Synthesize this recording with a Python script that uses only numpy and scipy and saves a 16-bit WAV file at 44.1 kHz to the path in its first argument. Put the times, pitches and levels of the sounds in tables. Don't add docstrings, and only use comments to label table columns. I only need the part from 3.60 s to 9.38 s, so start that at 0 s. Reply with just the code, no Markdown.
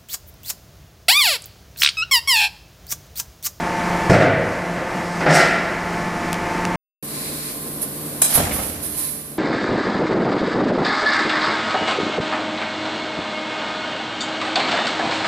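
import sys
import numpy as np
from scipy import signal
from scipy.fft import rfft, irfft, next_fast_len
from scipy.io import wavfile
from scipy.ndimage import uniform_filter1d, map_coordinates

SR = 44100
rng = np.random.default_rng(int(sys.argv[2]) if len(sys.argv) > 2 else 0)


def generate_wav(signal):
    frames = np.transpose(np.atleast_2d(signal))
    scaled = np.clip(frames, -1, 1) * 32767
    pcm = np.round(scaled).astype(np.int16)
    wavfile.write(sys.argv[1], SR, pcm)


N = 254898

HALL_END_S, PRESS_START_S = 3.158, 3.426
PRESS_TOP_HZ = 14400
# t/s, level/dB, rise/s, t60/s, L-R/dB
CLANKS = [(4.6165, -0.1, 0.006, 0.065, -1.5), (4.64, -10, 0.0033, 0.15, -4), (4.622, -20, 0.016, 1, 0.5)]
# t/s, level/dB, rise/s, t60/s, L-R/dB
THUDS = [(4.756, -10, 0.00037, 0.018, -20), (4.7751, -13.5, 0.0032, 0.14, -2),
         (4.8, -17.5, 0.0012, 0.12, 0), (4.815, -23, 0.004, 0.94, -1.5), (4.909, -34, 0.0015, 0.16, 3),
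         (4.987, -24.5, 0.0023, 0.2, -1)]
BREAKTHROUGH_S = THUDS[1][0]
# f/Hz, level/dB
CONTACT_COLOUR = [(250, -20), (600, 3), (1000, -1.5), (2000, -1), (3500, -6), (7000, -7), (12000, -12)]
# f/Hz, level/dB
WHINE_COLOUR = [(900, -38), (1010, -14), (1034, 8), (1056, 10.5), (1080, -14), (1200, -33.5)]


def stroke():
    # f/Hz, level/dB
    clank_colour = [(200, -31), (600, -7.5), (3000, -14.5), (4800, -16), (6500, -10.5), (8800, 3),
                    (10500, -0.5), (14000, -7)]
    # t/s, level/dB, rise/s, t60/s, L-R/dB
    puff_and_shear = [(4.213, -14.5, 0.008, 0.1, -7), (4.223, -15, 0.0037, 0.12, -5),
                      (4.737, -9, 0.005, 0.22, -7), (4.747, -3.5, 0.0077, 0.13, -6)]
    # f/Hz, level/dB
    bright_colour = [(1500, -21), (4200, -19), (7400, -19), (8500, -10.5), (11000, 1.5), (12000, -4.5),
                     (14200, -12.5)]
    # f/Hz, level/dB
    thud_colour = [(25, -26), (65, 7), (130, -4), (230, -0.5), (390, -10.5), (520, -2), (800, -3),
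                   (950, -14), (1300, -10), (2400, -17), (5000, -30), (9000, -20.5)]
    # f/Hz, level/dB
    floor_colour = [(25, -29), (50, -9.5), (78, -1), (120, -8), (155, -15), (200, -5), (300, -11),
                    (500, -25), (1500, -70)]
    clank = noise_bursts(CLANKS, clank_colour, chatter_db=1.5) + die_ring(level_db=-19.5)
    crunch = amp(-26 + 1.7 * wobble(130)) * wide(CONTACT_COLOUR, pan_db=-3)
    squeeze = envelope(4.655, attack_s=0.078, hold_s=0, t60_s=2.15) * crunch
    bright = noise_bursts(puff_and_shear, bright_colour, chatter_db=0.5)
    thud = noise_bursts(THUDS, thud_colour, chatter_db=1.5)
    shudder = amp(-30) * envelope(4.765, attack_s=0.0087, hold_s=0, t60_s=2.6) * wide(floor_colour)
    return clank + squeeze + bright + thud + shudder


def noise_bursts(events, colour, chatter_db):
    out, t = np.zeros((2, N)), np.arange(SR) / SR
    for start_s, db, rise_s, t60_s, pan_db in events:
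        chatter = amp(chatter_db * wobble(250)[:SR])
        level = amp(db) * swell(t, rise_s) * fade(t, t60_s)
        add(out, start_s, level * chatter * wide(colour, pan_db, size=SR))
    return out


def die_ring(level_db, per_mode=3, spread=0.016):
    # f/Hz, level/dB, t60/s
    modes = [(2380, -15, 0.25), (3400, -18, 0.13), (3950, -12, 0.4), (5120, -16, 0.43), (6400, -10, 0.27),
             (7100, -4.5, .15), (8020, 2.5, 0.14), (9060, 1.5, 0.13), (8900, -4, .2), (10140, -3, .2),
             (11000, -3, 0.24), (12440, -7, 0.17)]
    out, t = np.zeros((2, N)), np.arange(SR // 2) / SR
    for start_s, db, rise_s, _, _ in CLANKS:
        clusters = [(hz * (1 + spread * rng.standard_normal()), mode_db, t60_s)
                    for hz, mode_db, t60_s in modes for _ in range(per_mode)]
        add(out, start_s, amp(db + level_db) * swell(t, rise_s) * stereo_ring(clusters, t, scatter_db=2.5))
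    return out


def rattles(mode_count=12, spread_oct=0.55, bounce_s=0.009, bounce_db=-6.5):
    # t/s, level/dB, f/Hz, t60/s
    contacts = [(4.756, -17.5, 1200, .025), (4.776, -15, 800, .06), (4.801, -19, 700, .08),
                (4.834, -27, 2600, .08), (4.9105, -23.5, 2200, .12), (4.96, -27, 1100, .08),
                (4.988, -21.5, 650, .12), (5.031, -29, 1200, .05)]
    out, t = np.zeros((2, N)), np.arange(SR // 5) / SR
    for start_s, db, centre_hz, t60_s in contacts:
        modes_hz = np.minimum(centre_hz * 2 ** (spread_oct * rng.standard_normal(mode_count)), PRESS_TOP_HZ)
        modes = [(hz, 0, t60_s) for hz in modes_hz]
        for delay_s, loss_db in ((0, 0), (bounce_s, bounce_db)):
            tick = amp(-7.5) * fade(t, 0.0091) * wide(CONTACT_COLOUR, size=len(t))
            clatter = ring(modes, t, scatter_db=0.5) / np.sqrt(mode_count)
            add(out, start_s + delay_s, amp(db + loss_db - 2.5) * (tick + clatter))
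    return out


def crackle(snaps=34, mode_count=5):
    start_s, end_s = 4.635, 4.8
    end_db, growth_db_per_s, scatter_db = -34, 25, 2
    centre_hz, spread_oct, t60_s = 5000, 0.35, 0.025
    out, t = np.zeros((2, N)), np.arange(SR // 20) / SR
    for k in range(snaps):
        snap_s = start_s + (end_s - start_s) * (k + rng.random()) / snaps
        db = end_db + growth_db_per_s * (snap_s - end_s) + scatter_db * rng.standard_normal()
        modes_hz = centre_hz * 2 ** (spread_oct * rng.standard_normal(mode_count))
        add(out, snap_s, stereo_ring([(hz, db, t60_s) for hz in modes_hz], t, scatter_db=2.5))
    return out


def frame_ring():
    # f/Hz, level/dB, t60/s before the overall fade
    modes = [(98.2, -7, 1.1), (141, -9, 0.91), (246, -1, 0.26), (287, -8, 1.7), (404, -13, 0.32),
             (443, -7.5, 0.42)]
    out, t = np.zeros(N), np.arange(SR) / SR
    add(out, BREAKTHROUGH_S, amp(-27.5) * swell(t, 0.0065) * fade(t, 1.2) * ring(modes, t, scatter_db=7))
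    return out


def shimmer(count=45, low_hz=3000, high_hz=9500, tone_db=-41, t60_s=0.35):
    out, t = np.zeros((2, N)), np.arange(SR // 2) / SR
    pitches_hz = low_hz * (high_hz / low_hz) ** rng.random(count)
    partials = [(hz, tone_db, t60_s) for hz in pitches_hz]
    for start_s in (CLANKS[0][0], BREAKTHROUGH_S):
        add(out, start_s, swell(t, 0.003) * stereo_ring(partials, t, scatter_db=0))
    return out


def tub_bumps():
    # t/s, level/dB, rise/s, tilt/(dB/oct), favoured mode/Hz
    blows = [(.4965, -7, 0.0012, -2.6, 495), (.529, -7.5, 0.003, .6, 545), (.6, -7.8, 0.006, .3, 495),
             (1.15, -22, 0.0064, .8, 704)]
    # f/Hz, level/dB
    colour = [(30, -22.5), (70, -18), (105, -1), (160, -1), (230, -8.5), (310, -1), (420, -7), (500, 1),
              (600, -1), (690, 1), (790, -9), (1000, -15), (1420, -8.5), (2020, -10), (3500, -26),
              (5000, -28), (8500, -37.5), (15000, -53.5)]
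    return tub(blows, colour, modes_db=-11, pivot_hz=450, t60_scale=1.44)


def rim_knocks():
    # t/s, level/dB, rise/s, tilt/(dB/oct), favoured mode/Hz
    blows = [(1.606, -20.5, 0.001, 0, 1534), (1.661, -12.8, 0.0008, -.8, 831),
             (1.697, -11.8, 0.004, -.2, 831), (1.75, -11, 0.005, 1, 156), (1.788, -13.5, 0.005, 5.5, 1863)]
    # f/Hz, level/dB
    colour = [(40, -25.5), (122, -20.5), (156, 6.5), (240, -8.5), (290, 2), (450, -6), (660, 5.5),
              (830, -3.5), (1030, -11), (1450, -2), (2000, -2), (3400, -19.5), (5000, -21), (8000, -39),
              (15000, -55)]
    return tub(blows, colour, modes_db=-3.5, pivot_hz=705, t60_scale=0.72)


def tub(blows, colour, modes_db, pivot_hz, t60_scale, favour_db=6.5):
    # f/Hz, level/dB, unscaled t60/s
    modes = [(156, -4, .8), (288, -9, .9), (371, -3.5, 1.1), (495, -6.5, 1.2), (545, -7, 1.1),
             (628, -10, 1.1), (647, -5.5, 1.3), (676, -8.5, 1.7), (704, -10, 1.4), (831, -5, .65),
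             (1372, -9.5, 1.6), (1437, -14, 1.6), (1534, -13, 1.4), (1863, -15, .9), (1991, -10.5, 1.4),
             (2025, -12, 1.3), (2299, -18, 1.1)]
    # f/Hz, t60/s
    hall_decay = [(80, 1.3), (600, 1.24), (2000, 1.37), (5000, 0.56), (12000, 0.3)]
    out, t = np.zeros(N), np.arange(SR) / SR
    for start_s, db, rise_s, tilt_db, favoured_hz in blows:
        shell = coloured(rng.standard_normal(SR), tilted(colour, tilt_db, pivot_hz))
        bins_hz, frames_s, spectra = signal.stft(shell, SR, nperseg=256)
        decay = fade(frames_s, along(hall_decay, bins_hz)[:, None])
        wash = signal.istft(spectra * decay, SR, nperseg=256)[1][:SR]
        struck = []
        for hz, mode_db, t60_s in modes:
            contact_db = tilt_db * np.log2(hz / pivot_hz) + favour_db * (hz == favoured_hz)
            struck.append((hz, mode_db + contact_db, t60_scale * t60_s))
        clear = amp(modes_db) * ring(struck, t, scatter_db=1.5)
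        add(out, start_s, amp(db) * swell(t, rise_s) * (wash + clear))
    return out


def bed_boom(level_db):
    # f/Hz, level/dB, t60/s
    modes = [(101.8, -10, 0.14), (143, -3, 0.074), (177, -9.5, 0.088)]
    # t/s, level/dB
    thumps = [(.497, -5.5), (.524, -4), (.552, -1.5)]
    out, t = np.zeros(N), np.arange(SR) / SR
    boom = sum(amp(db) * fade(t, t60_s) * np.sin(2 * np.pi * hz * t) for hz, db, t60_s in modes)
    for start_s, db in thumps:
        add(out, start_s, amp(db + level_db) * swell(t, 0.0026) * boom)
    return out


def scrapes():
    # t/s, level/dB, attack/s, hold/s, t60/s, tilt/(dB/oct)
    drags = [(.4965, -30.5, .001, 0.024, 0.25, 0.5), (.526, -29, .004, 0, .55, -4),
             (1.38, -40.5, .1, .13, .6, -1), (1.68, -23, .06, 0.077, 0.57, -2.5),
             (1.733, -21.5, .02, 0.016, 0.24, 6), (1.9, -41, .06, .1, 1, -8.5)]
    # f/Hz, level/dB
    colour = [(1500, -32), (3500, -3.5), (5200, 5.5), (6600, -1), (8200, -1), (11000, -13.5), (15000, -25)]
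    out = np.zeros(N)
    for start_s, db, attack_s, hold_s, t60_s, tilt_db in drags:
        slips = rng.standard_normal(N) * amp(1.2 * wobble(300))
        friction = coloured(slips, tilted(colour, tilt_db, pivot_hz=5200))
        out += amp(db) * envelope(start_s, attack_s, hold_s, t60_s) * friction
    return out


def ticks():
    # t/s, level/dB, tilt/(dB/oct)
    events = [(2.7302, -12.5, 4.5), (2.7433, -16.5, -1), (3.0524, -10, -1.5)]
    # f/Hz, level/dB
    colour = [(800, -11), (2600, 6), (4200, -0.5), (7000, -3.5), (15000, -16)]
    out, t = np.zeros(N), np.arange(SR // 10) / SR
    for start_s, db, tilt_db in events:
        burst = coloured(rng.standard_normal(len(t)), tilted(colour, tilt_db, pivot_hz=5000))
        add(out, start_s, amp(db) * fade(t, 0.0045) * burst)
    return out


def air():
    # t/s, level/dB, attack/s, t60/s
    bursts = [(4.675, -20.5, 0.036, 0.67), (4.91, -22.5, 0.031, 0.7), (5.015, -26, 0.018, 0.55),
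              (5.214, -26, 0.02, 1.5), (5.33, -22, 0.06, 1.05)]
    # f/Hz, level/dB
    leak_colour = [(2000, -7.5), (6500, -6.5), (9300, 4), (12000, 3), (13500, 6), (15000, 2)]
    # f/Hz, level/dB
    jet_colour = [(2500, -23.5), (4000, -16), (7500, -15.5), (9000, -4.5), (10600, 3.5), (12000, -1.5),
                  (14500, -11)]
    _, ease_db = effort_db()
    puffs = np.linalg.norm([amp(db) * envelope(start_s, attack_s, 0, t60_s)
                            for start_s, db, attack_s, t60_s in bursts], axis=0)
    leak = np.hypot(amp(-32 + ease_db), amp(-6.5) * puffs) * wide(leak_colour, pan_db=3)
    flutter = amp(1.2 * wobble(60))
    jet = np.hypot(amp(-35 + ease_db), puffs) * flutter * wide(jet_colour, pan_db=-12)
    return leak + jet


def feed():
    # t/s, hold/s, level/dB
    advances = [(3.42, .32, -33), (5.27, .05, -36.5)]
    # f/Hz, level/dB
    colour = [(600, -4), (950, -8), (1500, -3), (2250, 2), (3200, -7), (4100, 5), (6200, -5), (7300, -2),
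              (9000, 3.5), (10200, 5), (12000, -5), (15000, -16)]
    motion = sum(amp(db) * envelope(start_s, 0.14, hold_s, t60_s=0.69) for start_s, hold_s, db in advances)
    rasp = amp(1.6 * wobble(25.3)) * wide(colour, pan_db=-1.5)
    rollers = amp(-12.5) * wide(WHINE_COLOUR)
    return motion * (rasp + rollers)


def pump(piston_hz=174.8, twin_hz=172.4, valve_hz=899.3):
    # harmonic number, level/dB
    harmonics = [(1, -31), (2, -36.5), (3, -41.5), (4, -34.5), (5, -35), (6, -42.5), (7, -42), (9, -45.5),
                 (10, -38), (11, -43.5), (12, -41), (13, -43), (14, -54)]
    # f/Hz, level/dB
    motor_lines = [(100, -44), (323, -39.5), (1099.5, -42)]
    # t/s, hold/s, level/dB
    openings = [(-.4, .52, -29.5), (.3, 2.6, -41), (2.65, .3, -32)]
    # f/Hz, level/dB
    rush_colour = [(25, -10.5), (60, -1.5), (105, -11.5), (170, 3.5), (250, -0.5), (330, -3.5), (450, -3.5),
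                   (700, -3), (1000, -4.5), (2150, -9.5), (3600, -22.5), (5400, -22), (9000, -29.5),
                   (15000, -41)]
    pistons = tones([(k * piston_hz, db) for k, db in harmonics], waver_db=1.5, drift_rad=0.55, rate_hz=6)
    twin = tones([(twin_hz, -37)], waver_db=2, drift_rad=0.8, rate_hz=4)
    motor = tones(motor_lines, waver_db=1, drift_rad=0.32, rate_hz=4.87)
    flow = sum(amp(db) * envelope(start_s, 0.52, hold_s, t60_s=2) for start_s, hold_s, db in openings)
    whistle = flow * tones([(valve_hz, 0)], waver_db=1, drift_rad=0.4, rate_hz=7)
    pulsing = 1 + 0.079 * np.cos(2 * np.pi * piston_hz * clock())
    rush = coloured(rng.standard_normal(N) * pulsing, rush_colour) * amp(-25 + 0.95 * wobble(7.99))
    return pistons + twin + motor + whistle + rush


def drive():
    # f/Hz, level/dB
    drone_colour = [(15, -49), (25, -33), (55, -15), (100, -11), (125, -17), (145, -7), (178, -10.5),
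                    (220, -3.5), (310, -7), (600, -13), (882, -20.5), (1050, -18), (1500, -28), (1950, -56),
                    (3300, -120)]
    # f/Hz, level/dB
    whirr_colour = [(500, 0.5), (1000, -15), (1500, 1.5), (3000, -6), (4400, -1.5), (6500, -14),
                    (9000, -14)]
    # f/Hz, level/dB
    gear_lines = [(148, -42), (222, -52), (296, -43.5), (443, -48.5), (591, -54), (1160, -56)]
    drone = amp(-34 + wobble(14)) * wide(drone_colour)
    whirr = amp(-41) * wide(whirr_colour, pan_db=-2)
    whine = amp(-50 + 2 * wobble(12)) * wide(WHINE_COLOUR)
    gears = tones(gear_lines, waver_db=1, drift_rad=0.95, rate_hz=12)
    load_db = sum(effort_db())
    return amp(load_db) * (drone + whirr + whine) + amp(load_db / 2) * gears


def effort_db(peak_s=4.56, build_db_per_s=3, ease_db_per_s=7):
    t = clock() - peak_s
    return build_db_per_s * np.minimum(t, 0), -ease_db_per_s * np.maximum(t, 0)


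def gain_control(x, limit_db=-12, recovery_db_per_s=5, attack_s=0.016):
    level_db = 10 * np.log10(np.abs(uniform_filter1d(x ** 2, size=1400)) + 1e-12)
    excess_db = np.maximum(level_db - limit_db, 0)
    creep_db = recovery_db_per_s * clock()
    cut_db = np.maximum.accumulate(excess_db + creep_db) - creep_db
    pole = np.exp(-1 / (attack_s * SR))
    return x * amp(-signal.lfilter([1 - pole], [1, -pole], cut_db))


def tones(lines, waver_db, drift_rad, rate_hz):
    t, out = clock(), np.zeros(N)
    for hz, db in lines:
        peak = np.sqrt(2) * amp(db + waver_db * wobble(rate_hz))
        out += peak * np.sin(2 * np.pi * hz * t + drift_rad * wobble(rate_hz) + 2 * np.pi * rng.random())
    return out


def ring(modes, t, scatter_db):
    out = np.zeros(len(t))
    for hz, db, t60_s in modes:
        strength = amp(db + scatter_db * rng.standard_normal())
        out += strength * fade(t, t60_s) * np.sin(2 * np.pi * (hz * t + rng.random()))
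    return out


def stereo_ring(modes, t, scatter_db):
    return np.array([ring(modes, t, scatter_db) for ear in "LR"])


def wide(colour, pan_db=0, size=N):
    # f/Hz, correlation
    likeness = [(130, 0.99), (290, 0.92), (630, 0.69), (1390, 0.016), (3000, 0)]

    def mid_side_gains(hz):
        angle = np.arccos(np.clip(along(likeness, hz), -1, 1)) / 2
        return amp(along(colour, hz)) * [np.cos(angle), np.sin(angle)]

    mid, side = filtered(rng.standard_normal((2, size)), mid_side_gains)
    return unit(np.array([mid + side, mid - side]) * amp([[pan_db / 2], [-pan_db / 2]]))


def coloured(x, colour):
    return unit(filtered(x, lambda hz: amp(along(colour, hz))))


def tilted(colour, tilt_db, pivot_hz):
    return [(hz, db + tilt_db * np.log2(hz / pivot_hz)) for hz, db in colour]


def filtered(x, response):
    size = next_fast_len(x.shape[-1] + 8192)
    return irfft(rfft(x, size) * response(np.fft.rfftfreq(size, 1 / SR)), size)[..., :x.shape[-1]]


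def along(points, hz):
    points_hz, values = np.transpose(points)
    return np.interp(np.log(hz + 1), np.log(points_hz + 1), values)


def envelope(start_s, attack_s, hold_s, t60_s):
    t = clock() - start_s
    return np.clip(t / attack_s, 0, 1) * fade(np.maximum(t - attack_s - hold_s, 0), t60_s)


def swell(t, rise_s):
    return 1 - np.exp(-t / rise_s)


def fade(t, t60_s):
    return np.exp(-np.log(1000) * t / t60_s)


def wobble(rate_hz):
    return map_coordinates(rng.standard_normal(int(N * rate_hz / SR) + 4), [clock() * rate_hz])


def add(track, start_s, sound):
    part = track[..., round(start_s * SR):][..., :sound.shape[-1]]
    part += sound[..., :part.shape[-1]]


def amp(db):
    return 10 ** (np.asarray(db) / 20)


def unit(x):
    return x / np.sqrt(np.mean(x ** 2) + 1e-20)


def clock():
    return np.arange(N) / SR


def scene():
    handling = tub_bumps() + bed_boom(level_db=-1.5) + rim_knocks()
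    hall = amp(0.5) * gain_control(handling + pump() + scrapes() + ticks())
    blow = stroke() + rattles() + crackle() + frame_ring() + shimmer()
    press = filtered(blow + drive() + feed() + air(), lambda hz: hz < PRESS_TOP_HZ)
    return hall * (clock() < HALL_END_S) + press * (clock() > PRESS_START_S)


def record(dry):
    return filtered(np.clip(dry, -1, 1), lambda hz: hz < 15600)


dry = scene()
out = record(dry)
generate_wav(out)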